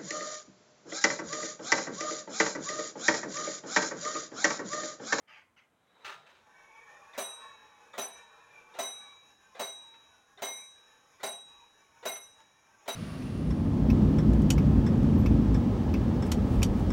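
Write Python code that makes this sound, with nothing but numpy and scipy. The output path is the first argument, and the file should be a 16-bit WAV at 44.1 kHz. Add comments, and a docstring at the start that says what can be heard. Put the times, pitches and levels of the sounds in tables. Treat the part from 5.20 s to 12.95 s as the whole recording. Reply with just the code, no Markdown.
"""A wooden clock on a workshop bench strikes eight, heard from close by in a small room.
First the minute hand scrapes round in two pushes; a lever squeals up its pin and drops with a clatter.
Then the strike train spins up and whirrs as filtered noise, weakening as it slows to lift the hammer.
At each stroke the hammer trips with a tick and a rattle, knocks the case and sets a steel gong ringing.
Gong and case are decaying modes; now and then a dry wheel sings, and still air lies under it all."""
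import sys
import numpy as np
from scipy import signal
from scipy.fft import rfft, irfft, next_fast_len
from scipy.io import wavfile
from scipy.ndimage import uniform_filter1d, map_coordinates

SR = 44100
rng = np.random.default_rng(int(sys.argv[2]) if len(sys.argv) > 2 else 0)


def dump_mix(stems):
    """Bounce the given channels to the path in sys.argv[1] as a 16-bit WAV at rate SR."""
    frames = np.atleast_2d(stems).T  # one column per channel
    limited = np.clip(frames, -1, 1)  # hard clip at full scale
    pcm = np.round(limited * 32767).astype(np.int16)
    wavfile.write(sys.argv[1], SR, pcm)


N = 341775
TIME = np.arange(N) / SR
AGE = np.arange(int(1.2 * SR)) / SR  # seconds since the start of a long ring
BRIEF = AGE[:SR // 2]  # the same for half a second

# Hammer strokes. Each row: landing in seconds, changes to gong modes 1 to 5 in dB (five columns),
# change to the twin modes in dB, ring time as a factor.
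STROKES = [(1.977, -6.5, 0, 1.5, 5.5, 3, -3.5, 0.85), (2.779, -10, -8, 5, -3, 1, 7, 0.77),
           (3.587, -4, 3.5, 3.5, 2, -1.5, -5.5, 1.06), (4.394, -4, 1.5, 0, 0, -6, 0.5, 0.95),
           (5.220, 1.5, 1, 0.5, -0.5, -6, -2.5, 1.5), (6.031, 1, 1, 0, 4.5, 2, 3, 0.74),
           (6.853, 4.5, -5.5, -0.5, -5.5, -3.5, 10, 1.06), (7.678, -5, 1, 0, -7, 0, -0.5, 1)]
# Rough noise of rattling and rubbing metal. Each row: frequency in Hz, relative level in dB per Hz.
RATTLE_SPECTRUM = [(60, -36), (250, -13.5), (450, 6.5), (1100, 4.5), (2000, 0), (3000, -8.5), (3650, -2),
                   (4500, -14.5), (7000, -18), (10000, -30), (16000, -39)]


def amp(db):
    """Decibels to gain."""
    return 10 ** (np.asarray(db) / 20)


def unit(x):
    """Scale to rms 1."""
    return x / np.sqrt(np.mean(x ** 2) + 1e-20)


def along(points, hz):
    """Read (Hz, value) points on a log frequency axis."""
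    f, v = np.transpose(points)
    return np.interp(np.log(hz + 1), np.log(f + 1), v)


def wobble(rate, size):
    """A smooth random curve with rate knots a second."""
    knots = rng.standard_normal(int(size * rate / SR) + 4)
    steps = np.arange(len(knots) * 8) / 8
    smooth = map_coordinates(knots, [steps], mode="nearest")
    return np.interp(np.arange(size) * (rate / SR), steps, smooth)


def filtered(x, response):
    """Weight the spectrum of x by a response of frequency."""
    m = next_fast_len(len(x) + 8192)
    return irfft(rfft(x, m) * response(np.fft.rfftfreq(m, 1 / SR)), m)[:len(x)]


def noise(spectrum, size):
    """Coloured noise of rms 1."""
    return unit(filtered(rng.standard_normal(size), lambda hz: amp(along(spectrum, hz))))


def patchy(x, depth_db):
    """Narrow bands of a noise swell and fade, each nearly on its own; rms 1."""
    bands = signal.stft(x, nperseg=2048)[2]
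    field = uniform_filter1d(rng.standard_normal(bands.shape), size=3, axis=0)
    field = uniform_filter1d(field, size=7, axis=1)
    return unit(signal.istft(bands * amp(depth_db * unit(field)), nperseg=2048)[1][:len(x)])


def fade(t60, t):
    """Free decay, 60 dB in t60 seconds."""
    return np.exp(-np.log(1000) * t / t60)


def rise(seconds, t):
    """A soft start that nears 1 exponentially."""
    return 1 - np.exp(-t / seconds)


def swell(s, width):
    """A smooth hump of height 1 around s seconds."""
    return np.exp(-np.minimum(((TIME - s) / width) ** 2, 20))


def carried(in_phase, quadrature, turns):
    """A tone that has run through so many turns, with its two slowly moving parts."""
    angle = (2 * np.pi * (turns - np.floor(turns))).astype(np.float32)
    return in_phase * np.cos(angle) - quadrature * np.sin(angle)


def narrow(hz, width_hz, size=N):
    """A resonance kept ringing by random pushes, rms 1; its centre may move."""
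    turns = np.cumsum(hz * np.ones(size)) / SR
    return unit(carried(wobble(width_hz, size), wobble(width_hz, size), turns))


def ringing(modes, t):
    """Free ring of (Hz, dB, t60 s) modes, each in a random phase."""
    return sum(amp(db) * fade(t60, t) * carried(0.98, 0, hz * t + rng.uniform()) for hz, db, t60 in modes)


def add(track, s, sound):
    """Mix a sound into the track at s seconds."""
    part = track[max(round(s * SR), 0):][:len(sound)]
    part += sound[:len(part)]


def reverberant(x):
    """The small room: each frequency of x dies away at its own rate."""
    # Each row: frequency in Hz, decay by 60 dB in seconds.
    room_decay = [(100, 0.24), (600, 0.41), (2500, 0.33), (7000, 0.24), (15000, 0.24)]
    hz, t, bands = signal.stft(x, SR, nperseg=256)
    decay = fade(along(room_decay, hz)[:, None], t)
    return signal.istft(bands * decay, SR, nperseg=256)[1][:len(x)]


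def gong_mode(t, pair_hz, db, t60, twin_db, twin_t60, build, scatter=0.54, scatter_t60=0.88, drift_hz=4.8):
    """The steel bends in two planes at nearly one pitch, so it beats; it builds up softly and echoes flutter it."""
    tone, size = np.zeros(len(t)), len(t)
    echoes = scatter * fade(scatter_t60, t)
    drift = drift_hz * fade(2.7, t)
    onset = rise(build, t)
    for hz, level_db, life in zip(pair_hz, [db, twin_db], [t60, twin_t60]):
        turns = hz * t + np.cumsum(drift * wobble(13.2, size)) / SR + rng.uniform()
        ring = fade(life, t) * onset
        partial = ring * carried(1 + echoes * wobble(82.0, size), echoes * wobble(95, size), turns)
        # echoes only move the energy about in time
        tone += amp(level_db) * np.sqrt(np.mean(ring ** 2)) * unit(partial)
    return tone


def gong(gain_db=-1.5, choke_s=0.32):
    """Each stroke shares its energy anew among six modes; the settling hammer chokes all but the second."""
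    # Bending modes of the gong. Each row: pitch in Hz, pitch of its twin in the other plane in Hz.
    mode_pairs = [(2128, 2134), (3860.5, 3888), (6000, 5990), (8429, 8451), (11203, 11232), (14322, 14295)]
    # Their ring before each stroke's changes. Each row: relative level in dB, decay by 60 dB in seconds,
    # the twin's relative level in dB, the twin's decay in seconds, build-up in seconds.
    mode_rings = [(-40, 0.37, -53, 0.21, 0.033), (-40.5, 1.13, -30, 0.18, 0.033),
                  (-30, 0.44, -42, 0.51, 0.094), (-41.5, 0.71, -45.5, 0.6, 0.038),
                  (-37, 0.45, -44, 0.41, 0.06), (-48.5, 0.31, -52, 0.33, .02)]
    out = np.zeros(N)
    choked = np.exp(-(BRIEF / choke_s) ** 3)
    for s, *shares_db, twin_extra_db, ring_time in STROKES:
        shares_db = shares_db + [0]  # the sixth mode has no level change of its own
        for k, (pair_hz, ring, share_db) in enumerate(zip(mode_pairs, mode_rings, shares_db)):
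            db, t60, twin_db, twin_t60, build = ring
            t, stretch, damper = (AGE, 1, 1) if k == 1 else (BRIEF, ring_time, choked)
            tone = gong_mode(t, pair_hz, db, t60 * stretch, twin_db + twin_extra_db, twin_t60 * stretch, build)
            add(out, s, amp(gain_db + share_db) * damper * tone)
    return out


def knocks(wood_db=-1.55, crack_db=-38.5, room_db=-34.5, board_db=-27, patchy_db=3, rattle_db=0.7):
    """The blow passes through the gong's mount into the case, which booms, rattles and fills the room."""
    # Ring of the wooden case. Each row: frequency in Hz, relative level in dB, decay by 60 dB in seconds.
    case_modes = [(244.3, -50.5, 0.21), (284, -50.5, 0.27), (392.5, -42, 0.33), (406, -43, 0.3),
                  (432, -53.5, 0.41), (492, -46, 0.37), (558, -48, 0.35), (620, -40, 0.24),
                  (669, -39, 0.36), (695.5, -39, 0.18), (731, -50.5, 0.2), (821, -47.5, 0.53),
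                  (850, -46, .25), (943.5, -45, 0.31), (1010, -46, 0.39), (1052, -46, 0.42),
                  (1107, -54, 0.44), (1173, -50, 0.3), (1366, -43.5, 0.17), (1548, -50.5, 0.36),
                  (1710, -51, 0.25), (1890, -53, .18)]
    # Noise of the blow. Each row: frequency in Hz, relative level in dB per Hz.
    knock_spectrum = [(25, -51), (60, -38), (130, -22.5), (250, -7.5), (330, -18.5), (450, -11), (680, 2),
                      (1000, -7.5), (2000, -9.5), (3200, -11), (4700, -16.5), (7000, -13.5), (10500, -23.5),
                      (13500, -26.5), (15300, -16)]
    out, t = np.zeros(N), BRIEF
    for s, *_ in STROKES:
        wood = ringing(case_modes, t) * rise(0.0029, t)
        crack = noise(knock_spectrum, len(t)) * fade(0.11, t) * rise(0.00072, t)
        rattle = amp(rattle_db * wobble(171.5, len(t)))
        room = reverberant(patchy(noise(knock_spectrum, len(t)), patchy_db)) * rise(0.0052, t) * rattle
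        add(out, s, amp(wood_db) * wood + amp(crack_db) * crack + amp(room_db) * room)
        # the back board adds a short, heavily damped 600 Hz thump a moment later
        board = np.sin(2 * np.pi * 600 * t) * fade(0.045, t) * rise(0.002, t)
        add(out, s + 0.0051, amp(board_db) * board)
    return out


def trips(patchy_db=4, grain_db=-1.0, rise_s=0.0029, landed_t60=0.34):
    """The hammer tail slips off its pin with a tick and a rattle that dies away once the head lands."""
    # The tail leaving its pin. Each row: start in seconds, rattle level in dB, tick level in dB.
    releases = [(1.934, -51.5, -49), (2.734, -49, -48.5), (3.54, -51.5, -56), (4.349, -52.5, -53),
                (5.175, -55, -50), (5.996, -54, -72), (6.826, -52, -65), (7.656, -53.5, -65)]
    out, t = np.zeros(N), BRIEF
    tick = np.sin(2 * np.pi * 3640 * t) * fade(0.041, t) * rise(0.00035, t)
    for (s, rattle_db, tick_db), (lands, *_) in zip(releases, STROKES):
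        rattle = patchy(noise(RATTLE_SPECTRUM, len(t)), patchy_db) * amp(grain_db * wobble(156, len(t)))
        shape = rise(rise_s, t) * fade(landed_t60, np.maximum(s + t - lands, 0))
        add(out, s, amp(rattle_db) * rattle * shape + amp(tick_db) * tick)
    return out


def train_speed(start_s=1.14, spin_up_s=0.27, lead_s=0.22, width_s=0.29, sag=0.26):
    """Share of full speed: the train spins up, and sags under each hammer lift after the first stroke."""
    # the load is heaviest lead_s before a stroke
    load = sum(swell(s - lead_s, width_s) for s, *_ in STROKES[1:])
    return rise(spin_up_s, np.maximum(TIME - start_s, 0)) * np.clip(1 - sag * load, 0, 1)


def train(teeth_db=-8, swell_db=3.0, waver=.022, uneven_db=1.45, patchy_db=3.5):
    """Meshing teeth keep the wavering plates ringing and the fly's pivots hiss; speed sets their loudness."""
    # Resonances of plates and wheels. 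Each row: centre in Hz, width in Hz, relative level in dB.
    plate_modes = [(477, 70, -7), (600, 110, -10.5), (815, 68, -2), (901, 54, -1.5), (1039, 130, -0.5),
                   (1127, 70, 0), (1310, 240, -4), (1545, 80, -2.5), (1750, 240, -0.5), (2345, 130, 0),
                   (2566, 250, -4.5), (3180, 410, -17)]
    # Hiss of the pivots. Each row: frequency in Hz, relative level in dB per Hz.
    pivot_spectrum = [(3000, -2.5), (4500, -21), (5200, -1), (5800, 4), (6250, -5), (6750, 5.5),
                      (7500, -21), (9500, -16), (11000, -9), (12000, -22), (16000, -22)]
    whirr_db, whirr_power, hiss_db, hiss_power = -64.5, 1, -68.5, 0.91  # amplitude goes as speed ** power
    chatter_db, settle_s, settle_width_s = 8.5, 3.94, 0.17  # the wheels run louder at first, then settle
    speed = train_speed()
    extra_db = chatter_db * (1 - np.tanh((TIME - settle_s) / settle_width_s)) / 2
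    plates = np.zeros(N)
    for hz, width_hz, db in plate_modes:
        level = amp(db + swell_db * wobble(7, N))
        plates += level * narrow(hz * (1 + waver * wobble(5, N)), width_hz)
    teeth = amp(teeth_db) * patchy(noise(RATTLE_SPECTRUM, N), patchy_db)
    body = unit(patchy(plates, depth_db=3.5) + teeth)
    whirr = amp(whirr_db + extra_db) * speed ** whirr_power * body
    hiss = amp(hiss_db) * speed ** hiss_power * patchy(noise(pivot_spectrum, N), patchy_db)
    return (whirr + hiss) * amp(uneven_db * wobble(17, N))


def metal_contacts(grain_db=2, ring_db=3.5, clatter_db=2, patchy_db=3.0):
    """Metal parts hit, ringing and clattering inside the case, which rocks once with a dull thud."""
    # Metal contacts: levers dropping, and one bounce of the hammer at 6.955 s.
    # Each row: start in seconds, relative level in dB, clatter's decay by 60 dB in seconds.
    contacts = [(0.8453, -43, 0.37), (0.876, -46, 0.11), (.893, -46.5, 0.18), (0.919, -51, 0.26),
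                (1.062, -63.5, 0.71), (1.094, -64, 0.37), (1.15, -69, .5), (4.739, -62, .15),
                (6.955, -53, 0.19), (7.202, -66, 0.12)]
    # Ring of the steel. Each row: frequency in Hz, relative level in dB, decay by 60 dB in seconds.
    steel_modes = [(402, -17, 0.31), (1232, -10.5, 0.32), (1360, -11.5, 0.37), (1770, -8.5, 0.15),
                   (2050, -23, 0.28), (2660, -7.5, 0.14), (3200, -23, 0.15), (3700, -13, 0.24),
                   (6250, -19, 0.23)]
    # Clatter noise. Each row: frequency in Hz, relative level in dB per Hz.
    clatter_spectrum = [(59, -52), (100, -21), (206, -36), (398, -16.5), (535, -19), (608, -6), (676, -25),
                        (818, -11.5), (1330, -9), (2370, -13), (2690, -11.5), (4870, -23), (6150, -25.5),
                        (12100, -45), (16000, -41)]
    out, t = np.zeros(N), BRIEF
    for s, db, t60 in contacts:
        grain = amp(grain_db * wobble(497, len(t)))
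        clatter = unit(patchy(noise(clatter_spectrum, len(t)), patchy_db) * grain) * fade(t60, t)
        contact = amp(clatter_db) * clatter + amp(ring_db) * ringing(steel_modes, t)
        add(out, s, amp(db) * contact * rise(0.0014, t))
    thud = swell(0.98, width=0.064) * narrow(149.8, width_hz=55)
    return out + amp(-70) * thud


def lifting_lever(squeal_db=-67, rub_db=8.5, patchy_db=3, drop_s=0.86, swell_db_per_s=85, fade_db_per_s=39):
    """The lever rubs and squeals ever louder as its pin lifts it, and quietens after it has dropped."""
    before, after = np.maximum(drop_s - TIME, 0), np.maximum(TIME - drop_s, 0)
    db = squeal_db - swell_db_per_s * before - fade_db_per_s * after
    rub = patchy(noise(RATTLE_SPECTRUM, N), patchy_db)
    return amp(db) * (narrow(3850, width_hz=260) + amp(rub_db) * rub)


def minute_hand(squeak_db=-6, rub_db=-1.0, grain_db=-1.0, patchy_db=4.5):
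    """Dry friction with a broad squeak that sinks as each push slows."""
    # Pushes on the hand. Each row: start in seconds, relative level in dB, hold in seconds.
    pushes = [(0.073, -55, 0.11), (0.362, -56.5, 0.013)]
    # Rubbing noise. Each row: frequency in Hz, relative level in dB per Hz.
    scrape_spectrum = [(180, -57), (300, -33), (574, -7), (680, -8), (870, -0.5), (1030, -14), (1200, -2),
                       (2370, 0.5), (3130, -4.5), (3550, -16), (6470, -19.5), (8290, -44), (12000, -38),
                       (15600, -74), (22000, -120)]
    attack_s, push_t60 = .016, 0.27
    start_hz, end_hz, sag_s = 3050, 2045, .04  # the squeak stops sinking sag_s after the hold
    out, t = np.zeros(N), BRIEF
    for s, db, hold in pushes:
        grain = amp(grain_db * wobble(400, len(t)))
        rub = patchy(noise(scrape_spectrum, len(t)) * grain, patchy_db)
        force = rise(attack_s, t) * fade(push_t60, np.maximum(t - hold, 0))
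        centre_hz = np.interp(t, [0, hold + sag_s], [start_hz, end_hz])
        squeak = narrow(centre_hz, width_hz=350, size=len(t))
        add(out, s, amp(db) * force * (amp(squeak_db) * squeak + amp(rub_db) * rub))
    return out


def singing_wheel():
    """Now and then a dry wheel sings on one note, a narrow resonance that swells and fades."""
    # Each row: loudest moment in seconds, half-length in seconds, pitch in Hz, level in dB.
    songs = [(4.274, 0.028, 1557, -62), (4.756, 0.18, 915, -64.5), (6.263, 0.12, 828, -72),
             (7.21, 0.026, 890, -64.5)]
    return sum(amp(db) * swell(s, width) * narrow(hz, width_hz=20) for s, width, hz, db in songs)


def still_air(air_db=-73):
    """The quiet of the workshop: steady coloured noise whose bands drift a little."""
    # Each row: frequency in Hz, relative level in dB per Hz.
    air_spectrum = [(20, -60), (40, -40), (62, -7.5), (130, -7), (280, -8), (450, -10.5), (1200, -11.5),
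                    (1900, -16), (3500, -24.5), (4700, -32), (7000, -28.5), (10000, -31), (16000, -38)]
    return amp(air_db) * patchy(noise(air_spectrum, N), depth_db=2.0)


def scene():
    """The clock close to the microphone, over the still air of the workshop."""
    strokes = gong() + knocks() + trips()
    movement = train() + metal_contacts() + lifting_lever() + minute_hand() + singing_wheel()
    return (strokes + movement + still_air())[None]


def record(dry):
    """The microphone chain passes nothing from its band limit of 16 kHz upwards."""
    return np.array([filtered(x, lambda hz: hz < 16000) for x in dry])


dry = scene()
out = record(dry)
dump_mix(out)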